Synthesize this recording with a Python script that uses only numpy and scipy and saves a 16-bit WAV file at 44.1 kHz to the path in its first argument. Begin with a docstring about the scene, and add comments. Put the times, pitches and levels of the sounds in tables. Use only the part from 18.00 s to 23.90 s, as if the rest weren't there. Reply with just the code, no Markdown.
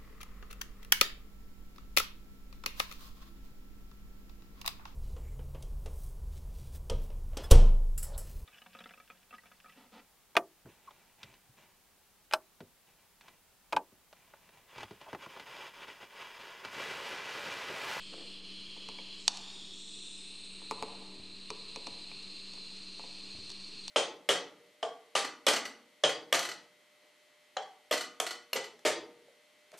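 """A butane soldering iron hisses close by as it is moved over a circuit board on a wooden table.
Turbulent gas rushes from the nozzle, burns in the barrel and excites the resonances of the exhaust ports;
their ring shifts as the iron is turned. Impacts excite decaying normal modes: the tip clicks against
steel tweezers and knocks on the board, the tweezers drag, and hands bump the table. Flux spits on the tip.
Something hums faintly in the small room; one microphone hears it all."""
import sys
import numpy as np
from scipy import signal
from scipy.fft import rfft, irfft
from scipy.io import wavfile

SR = 44100
rng = np.random.default_rng(int(sys.argv[2]) if len(sys.argv) > 2 else 0)


def dump_mix(stems):
    """Bounce the given channels to the path in sys.argv[1] as a 16-bit WAV at rate SR."""
    frames = np.atleast_2d(stems).T  # one column per channel
    limited = np.clip(frames, -1, 1)  # hard clip at full scale
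    pcm = np.round(limited * 32767).astype(np.int16)
    wavfile.write(sys.argv[1], SR, pcm)


N = 260190

# The iron swings from left through upright to right. Each row: time in seconds, lean in degrees.
LEAN = [(0, -70), (.32, -66.5), (.41, -57), (1.14, -50.5), (1.26, -27), (1.46, -15), (1.67, -11), (1.8, -3),
        (2.25, 17.5), (2.6, 29.5), (3.1, 32.5), (5.9, 40)]
# Fingers shift around the ports. Each row: centre in seconds, half length in seconds, change in dB.
FINGER_SHADES = [(0.419, 0.037, -5), (1.25, 0.023, -4.5), (1.31, 0.031, -13.5), (3.176, 0.29, -4)]

def iron():
    """Flow noise: jet, flame and ports add up to a hiss, coloured by the lean and shaded by the fingers."""
    t, (lean,) = np.arange(N) / SR, in_time(LEAN)
    shade_db = sum(db * lobe(t, s, half_length) for s, half_length, db in FINGER_SHADES)
    hiss = from_db(shade_db) * ports(lean)
    hiss += from_db(.59 * shade_db) * (jet(lean) + combustion(lean))   # these are shaded less
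    flutter_db = .5 * drift(rate=50)   # the gas flow is never quite even
    hiss = board_interference(hiss * from_db(flutter_db), lean)
    return hiss + from_db(shade_db + flutter_db) * overtones(lean)


# Each aim: base level in dB, change in dB around one lean, that lean and its spread in degrees.
LOWER_PORT_AIM, UPPER_PORT_AIM = (-58, 8.5, -25, 49), (-48, -2.5, -12, 41.5)
NOZZLE_AIM = (-66, 8, 12, 19.5)
LOWER_PORT_HZ, LOWER_HZ_PER_DEGREE, UPPER_PORT_HZ = 3560, 5.5, 4092
REST_S, CREEP_HZ_PER_S = 3.4, 38   # once the iron is nearly at rest, the upper port creeps sharp

def ports(lean):
    """Resonance: turbulence sounds the nozzle and two exhaust ports; the ports' pitch follows the lean."""
    t = np.arange(N) / SR
    lower_hz = LOWER_PORT_HZ + LOWER_HZ_PER_DEGREE * lean
    sag_hz = 110 * lobe(lean, centre=7, spread=14)   # as the iron passes upright
    upper_hz = UPPER_PORT_HZ - sag_hz + CREEP_HZ_PER_S * np.maximum(t - REST_S, 0)
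    lower = aimed(lean, LOWER_PORT_AIM) * blown(lower_hz, width_hz=410, order=2)
    upper = aimed(lean, UPPER_PORT_AIM) * blown(upper_hz, width_hz=303, order=1)
    nozzle = aimed(lean, NOZZLE_AIM) * blown(8355, width_hz=700, order=4)
    return lower + upper + nozzle


JET_AIM = (-64.5, 10, -10, 28)
# The spectrum of the gas jet. Each row: frequency in Hz, relative density in dB.
JET_SPECTRUM = [(3500, -49), (4800, 4.5), (5600, 3), (6250, -0.5), (6800, 4), (7200, 6), (7700, 4),
                (8600, -17.5), (9500, -20.5), (11500, -24), (13000, -36), (16500, -70)]

def jet(lean):
    """Turbulent mixing: gas leaving the nozzle radiates a high band of noise."""
    return aimed(lean, JET_AIM) * noise(JET_SPECTRUM)


FLAME_AIM, BARREL_AIM = (-67, -14, 8, 17.5), (-55.5, -17, .5, 13)
# The spectra of the flame and of the burning in the barrel. Each row: frequency in Hz, relative dB.
FLAME_SPECTRUM = [(300, 2.5), (620, -3.5), (800, -18), (1080, 0.5), (1450, -6.5), (2000, -3), (3000, -42),
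                  (6000, -53)]
BARREL_SPECTRUM = [(1500, -20.5), (2080, -10.5), (2350, 1.5), (2720, 2.5), (3050, 0), (3750, 1.5),
                   (4650, 3), (5200, -2.5), (6000, -36), (9500, -19.5), (11600, -27), (13000, -41),
                   (15000, -68)]

def combustion(lean):
    """Combustion noise: unsteady burning gives a low and a bright rush, both weakest near upright."""
    flame = aimed(lean, FLAME_AIM) * noise(FLAME_SPECTRUM)
    barrel = aimed(lean, BARREL_AIM) * noise(BARREL_SPECTRUM)
    return flame + barrel


# Resonances of the barrel and ports. Each row: frequency and width in Hz, base level in dB,
# gain in the beam in dB, the beam's lean and spread in degrees.
OVERTONES = [(2680, 260, -66, 4, 22, 19), (3500, 220, -90, 32, -12.5, 7), (5850, 300, -82, 12, 39, 2.5),
             (6680, 260, -75, 4, 39, 4), (7020, 240, -88, 21, -15, 4.5), (8200, 260, -84, 23, 7, 13),
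             (8420, 280, -84, 18, -11.5, 3)]

def overtones(lean):
    """Beaming: each narrow resonance is loudest around one lean."""
    return sum(aimed(lean, aim) * blown(hz, width_hz, order=3) for hz, width_hz, *aim in OVERTONES)


# Cancelled bands. Each row: lean and spread in degrees, frequency in Hz, slope in Hz per degree,
# depth from 0 to 1, width in Hz.
ECHO_DIPS = [(-49, 33, 3680, -10, .9, 610), (-56.5, 11.5, 7500, 74, 0.67, 1700),
             (49, 15.2, 3975, 12.5, 0.98, 250), (-13, 7.5, 7700, -20, .75, 1200),
             (-13, 7, 6300, -25, .8, 900), (-13, 7.5, 4050, 10, .68, 600), (10, 28, 3220, 7, .6, 260),
             (2, 10, 4950, 16, .8, 520), (0, 7, 3850, 0, .3, 900), (0, 8, 9150, 20, .75, 700),
             (5, 11, 6600, 5, .5, 600), (21, 14, 3810, 0, .45, 170), (21, 13, 4750, 15, .68, 560),
             (33, 10, 5480, 0, .4, 400), (31, 14, 7200, 0, .6, 600)]

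def board_interference(hiss, lean):
    """Destructive interference: the echo off the board notches the hiss around certain leans."""
    for centre, spread, hz, hz_per_degree, depth, width_hz in ECHO_DIPS:
        dip_hz = hz + hz_per_degree * (lean - centre)
        hiss = notch(hiss, dip_hz, depth * lobe(lean, centre, spread, AIM_EDGE), width_hz)
    return hiss


# Steel strikes steel. Each row: start in seconds, level in dB.
CLICKS = [(.888, -42.5), (3.5036, -33), (3.7601, -35.5), (3.8698, -35.5), (1.2793, -11), (1.372, -35),
          (4.229, -47), (4.536, -42.5), (4.769, -47), (5.4946, -42), (5.502, -37), (5.517, -40),
          (5.88, -29.5)]
# Modes of the tip and tweezers, the lowest from the board beneath.
# Each row: frequency in Hz, relative level in dB, 60 dB decay time in seconds.
STEEL_MODES = [(894, -14, 0.018), (1170, -14.5, 0.019), (2640, -5, 0.005), (2980, -8, 0.019),
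               (3627, -0.5, 0.01), (3850, -2, 0.014), (4445, -0.5, 0.012), (4740, -6, 0.023),
               (5570, 1.5, 0.0081), (6560, -7, 0.025), (7440, -5.5, 0.01), (9360, -2.5, 0.0023),
               (14500, -19, 0.0033)]

def steel():
    """Damped modal vibration: the tip chatters against the tweezers while the fingers damp both."""
    force = blows(*np.transpose(CLICKS))
    force = force + from_db(-6.5) * delayed(force, .001152) + from_db(-13) * delayed(force, .004)
    return from_db(-2.5) * high_pass(ring_modes(force, STEEL_MODES), hz=450, order=2)   # too small for bass


# Tweezer pings. Each row: start in seconds, level in dB, frequency in Hz.
PINGS = [(.888, -46, 2750), (.987, -39, 2270), (3.5036, -38, 2430), (3.7601, -42, 2450),
         (3.8698, -42, 2400), (4.116, -39.5, 2450)]

def pings():
    """Free vibration of a cantilever: an arm of the tweezers springs loose and rings briefly."""
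    return sum(ring(blows(np.array([s]), db), hz, t60=.024) for s, db, hz in PINGS)


# Knocks on the board. Each row: start in seconds, level in dB, hardness in dB per octave, # thud relative to
# tap in dB, share of the free decay time left by the damping hand.
KNOCKS = [(.1355, -43, -2, 5, .7), (.766, -44, -3, 9, .7), (2.618, -43, -4, 1, .7),
          (4.537, -45, -2, -3, .6), (4.576, -46, -2, -3, .6), (4.716, -46, -1, -2, .5),
          (.8878, -31.5, 0, -5, .6), (.987, -36.5, 0, 6, .55), (4.115, -41, 1.5, -3, .5),
          (4.9955, -35.5, -.5, -4, .6), (5.0387, -36, -1, 5, .6), (2.7108, -21, 0, 0, .85),
          (2.7176, -33, .5, -6, .85), (2.8251, -22, -.7, 1.5, .85), (2.8320, -35, .5, -6, .85),
          (3.5034, -26.5, -1.5, 6, .65), (3.7599, -31, -1, 8.5, .65), (3.8696, -30.5, -1, 8, .6)]
# The board's modes. Each row: frequency in Hz, relative level in dB, 60 dB decay time in seconds.
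BOARD_MODES = [(235, -22, .03), (340, -17.5, .028), (445, -14, .038), (905, -1, .018), (1130, -2.5, .012),
               (1570, -8, .005), (1950, -8, .005), (2480, -7.5, .0095), (3300, -12, .005),
               (4170, -6, .0035), (5150, -7.5, .0051), (6670, -12.5, .0075), (8800, -6, .0015),
               (14000, -9, .0012)]
SPOT_DB, LOAD_DETUNE = 1.5, .03   # a mode's strength varies with the spot, its pitch with the hands' load

def board():
    """Plate vibration: each knock gives a damped tap, a thud from the edge and a rattle; tweezers drag."""
    hz, mode_db, t60 = np.transpose(BOARD_MODES)[:, :, None]
    t = np.arange(round(.08 * SR)) / SR
    signs = (-1) ** np.arange(len(BOARD_MODES))[:, None]
    spots = rng.standard_normal((len(KNOCKS), 2, len(BOARD_MODES), 1))
    taps, thuds = np.zeros(N + SR), np.zeros(N + SR)
    for (s, db, hardness, thud_db, ring_share), (strength, detune) in zip(KNOCKS, spots):
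        gain = signs * from_db(db + mode_db + hardness * np.log2(hz / 1000) + SPOT_DB * strength)
        modes = np.sin(2 * np.pi * hz * (1 + LOAD_DETUNE * detune) * t)
        tap = np.sum(gain * decay(t, t60 * ring_share) * modes, axis=0)
        start = round(s * SR)
        taps[start:start + len(t)] += tap
        thuds[start:start + len(t)] += from_db(thud_db) * tap
    taps, thuds = taps[:N], thuds[:N]
    plate = taps + edge_return(thuds) + rattle(taps, t) + drag()
    return high_pass(plate, hz=149, order=2)   # a thin plate radiates little bass


ROUND_TRIP_S = .0058   # to the board's edge and back, at 1 kHz

def edge_return(x):
    """Dispersion: bending waves come back dulled from the board's edge, the low ones last."""
    hz = np.fft.rfftfreq(N + SR, 1 / SR)
    phase = 4 * np.pi * ROUND_TRIP_S * np.sqrt(1000 * hz)
    dispersed = irfft(rfft(x, N + SR) * np.exp(-1j * phase), N + SR)[:N]
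    return low_pass(dispersed, hz=510, order=3)


def rattle(taps, t):
    """Intermittent contact: the loose board chatters on the table for a moment after each knock."""
    chatter = sparse_impulses(len(t), per_second=2500) * (t > .0062) * np.exp(-t / .005)
    bounces = signal.fftconvolve(taps, chatter / np.linalg.norm(chatter))[:N]
    return from_db(-7) * low_pass(bounces, hz=3170, order=1)


# The tweezers drag over the board. Each row: time in seconds, level in dB.
DRAG_LEVEL = [(.11, -74), (.14, -47.5), (.16, -64), (.18, -51.5), (.23, -61), (.27, -102)]

def drag():
    """Stick-slip friction: the tweezer points ring the board's low modes under a dry scratch."""
    friction = sparse_impulses(N, per_second=700)
    body = rms_one(low_pass(ring_modes(friction, BOARD_MODES), hz=430, order=4))
    rasp = from_db(-5) * rms_one(low_pass(friction, hz=1600, order=2))
    return from_db(in_time(DRAG_LEVEL)[0]) * (body + rasp)


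# The hands press and bump the table. Each row: start in seconds, level in dB.
HAND_BUMPS = [(3.199, -56.5), (5.351, -53), (5.388, -56)]
# The table's modes. Each row: frequency in Hz, relative level in dB, 60 dB decay time in seconds.
TABLE_MODES = [(87.4, -9, 0.37), (107.4, -7.5, 0.64), (238, 15.5, 0.011), (610, -1, 0.019)]
KNOCK_TO_TABLE_DB = -33.5

def table():
    """Structure-borne sound: the hands and the knocks on the board excite the table top's dull modes."""
    knock_s, knock_db, *_ = np.transpose(KNOCKS)
    force = blows(*np.transpose(HAND_BUMPS)) + blows(knock_s, knock_db + KNOCK_TO_TABLE_DB)
    return sum(from_db(db) * ring(force, hz, t60) for hz, db, t60 in TABLE_MODES)


# Flux spits on the hot tip. Each row: start in seconds, level in dB.
FLUX_SPITS = [(.293, -62), (.3895, -60)]

def flux():
    """Impulse excitation: tiny bubbles burst in the flux with a very high, thin tick."""
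    return high_pass(ring(blows(*np.transpose(FLUX_SPITS)), hz=14000, t60=.0006), hz=9500, order=3)


def early_echoes(x, db, spread_s):
    """Comb filtering: reflections from hands, board and table ripple the spectrum of the direct sound."""
    t = np.arange(round(.02 * SR)) / SR
    echoes = rng.standard_normal(len(t)) * (t > .002) * np.exp(-t / spread_s)
    return x + from_db(db) * signal.fftconvolve(x, echoes / np.linalg.norm(echoes))[:N]


def room(x, t60, treble_t60, split_hz, treble_db):
    """Reverberation: dense reflections build up quickly and die sooner in the treble."""
    t, scatter = np.arange(N) / SR, rng.standard_normal(N)
    low = low_pass(scatter, split_hz)
    tail = low * decay(t, t60) + from_db(treble_db) * (scatter - low) * decay(t, treble_t60)
    onset = np.clip((t - .004) / .00049, 0, 1)
    return signal.fftconvolve(x, tail * onset / np.sqrt(SR * t60 / np.log(1e6)))[:N]


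# The tones of the hum. Each row: frequency in Hz, level in dB.
HUM_TONES = [(193.8, -62.5), (269.2, -79), (306.8, -68), (387.6, -71.5), (619.1, -80.5)]
# The hum sinks and swells. Each row: time in seconds, gain in dB.
HUM_SWELL = [(0, 0.5), (1.5, 0), (1.95, -2), (2.55, -1.5), (2.85, 2), (3.2, 5), (3.5, -1), (5.9, 0.5)]

def hum():
    """Random modulation: low tones waver slightly in pitch and level."""
    tones = 0
    for hz, db in HUM_TONES:
        phase = 2 * np.pi * np.cumsum(hz * (1 + .00537 * drift(rate=5))) / SR
        waver_db = 1.6 * drift(rate=5)
        tones = tones + np.sqrt(2) * from_db(db + waver_db) * np.sin(phase)
    return tones * from_db(in_time(HUM_SWELL)[0])


# The spectrum of the room's air. Each row: frequency in Hz, relative density in dB.
AIR_SPECTRUM = [(10, -3), (28, 2), (70, -6), (110, -6), (170, -1.5), (250, -1), (350, -0.5), (460, -1),
                (560, -13.5), (1100, -9.5), (1500, -15), (4000, -6), (14000, -67)]

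def air():
    """Ambient noise: a steady murmur of air in the room."""
    return from_db(-61) * noise(AIR_SPECTRUM)


AIM_EDGE = 7.1   # how abruptly the swells and dips end as the iron leans

def aimed(lean, aim):
    """Directivity: the gain of one part of the iron towards the microphone at each lean."""
    db, change_db, centre, spread = aim
    return from_db(db + change_db * lobe(lean, centre, spread, AIM_EDGE))


def blown(hz, width_hz, order):
    """Narrow-band noise: a resonance driven by turbulence wanders as fast as it is wide."""
    phase = 2 * np.pi * np.cumsum(hz * np.ones(N)) / SR
    return rms_one(drift(width_hz, order) * np.cos(phase) + drift(width_hz, order) * np.sin(phase))


def noise(spectrum):
    """Spectral shaping: steady noise of a given spectrum, at unit power."""
    hz, db = np.transpose(spectrum)
    gain = from_db(np.interp(np.log(np.fft.rfftfreq(N, 1 / SR) + 1), np.log(hz), db))
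    return rms_one(irfft(rfft(rng.standard_normal(N)) * gain, N))


def drift(rate, order=1):
    """Random fluctuation of unit power; a higher order cuts it more steeply above its rate in Hz."""
    gain = (1 + (np.fft.rfftfreq(N, 1 / SR) / rate) ** 2 / order) ** -order
    return rms_one(irfft(rfft(rng.standard_normal(N)) * gain, N))


def sparse_impulses(length, per_second):
    """Shot noise: impulses of random size at random times."""
    return rng.standard_normal(length) * (rng.random(length) < per_second / SR)


def blows(times, db):
    """Impulsive force: one impulse for each contact."""
    force = np.zeros(N)
    force[np.clip(np.round(times * SR).astype(int), 0, N - 1)] = from_db(db)
    return force


def ring(force, hz, t60):
    """Damped oscillator: a unit impulse sets a sine of height 1 ringing."""
    r, w = decay(1 / SR, t60), 2 * np.pi * hz / SR
    return signal.lfilter([0, np.sin(w)], [1, -2 * r * np.cos(w), r * r], force + 1e-18)


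def ring_modes(force, modes):
    """Modal superposition: one force drives all modes, which add with alternating signs."""
    return sum((-1) ** k * from_db(db) * ring(force, hz, t60) for k, (hz, db, t60) in enumerate(modes))


def notch(x, hz, depth, width_hz, block=128):
    """Cancellation: subtracting a resonant band leaves a dip, retuned block by block."""
    band, state, r = np.zeros(N), np.zeros(2), np.exp(-np.pi * width_hz / SR)
    for i in range(0, N, block):
        feedback = [1, -2 * r * np.cos(2 * np.pi * hz[i] / SR), r * r]
        band[i:i + block], state = signal.lfilter([1, 0, -1], feedback, x[i:i + block], zi=state)
    return x - np.clip(depth, 0, 1) * band * (1 - r * r) / 2


def low_pass(x, hz, order=2):
    """Attenuation of the treble."""
    return signal.sosfilt(signal.butter(order, hz, fs=SR, output="sos"), x)


def high_pass(x, hz, order):
    """Attenuation of the bass."""
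    return signal.sosfilt(signal.butter(order, hz, "high", fs=SR, output="sos"), x)


def delayed(x, seconds):
    """Pure delay: the same signal a little later."""
    return np.interp(np.arange(N) - seconds * SR, np.arange(N), x, left=0)


def decay(t, t60):
    """Exponential decay: 60 dB in t60 seconds."""
    return np.exp(-np.log(1000) * t / t60)


def lobe(x, centre, spread, edge=2):
    """A bell curve of height 1; a higher edge flattens its top and steepens its sides."""
    return np.exp(-np.abs((x - centre) / spread) ** edge)


def in_time(rows):
    """Linear interpolation: each column of a curve at every sample."""
    s, *columns = np.transpose(rows)
    return [np.interp(np.arange(N) / SR, s, c) for c in columns]


def rms_one(x):
    """Normalisation to unit power."""
    return x / np.sqrt(np.mean(x ** 2) + 1e-20)


def from_db(db):
    """Decibels to amplitude ratio."""
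    return 10 ** (np.asarray(db) / 20)


def scene():
    """Superposition: the iron, the contacts and their reverberation add to the room's hum and air."""
    knocks = low_pass(board(), hz=9600, order=3)
    clicks = low_pass(steel() + pings(), hz=12600, order=2)
    boom = from_db(-2) * low_pass(knocks, hz=530, order=1)   # the low modes spread widest into the room
    clack = from_db(-8.5) * low_pass(clicks, hz=1300, order=2)
    into_room = low_pass(from_db(-12.5) * knocks + boom + from_db(-10) * clicks + clack, hz=8100)
    reverb = room(into_room, t60=1.0, treble_t60=.57, split_hz=3260, treble_db=-1)
    hiss = early_echoes(iron(), db=-16, spread_s=.005)
    mono = hiss + knocks + clicks + flux() + table() + reverb + hum() + air()
    return np.array([mono, mono])


CUTOFF_HZ, CONVERTER_OFFSET = 16500, -.0025

def record(dry):
    """Band limiting: a steep filter cuts the top, and the converter sits a little below zero."""
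    return signal.sosfilt(signal.ellip(10, .1, 80, CUTOFF_HZ, fs=SR, output="sos"), dry) + CONVERTER_OFFSET


dry = scene()
out = record(dry)
dump_mix(out)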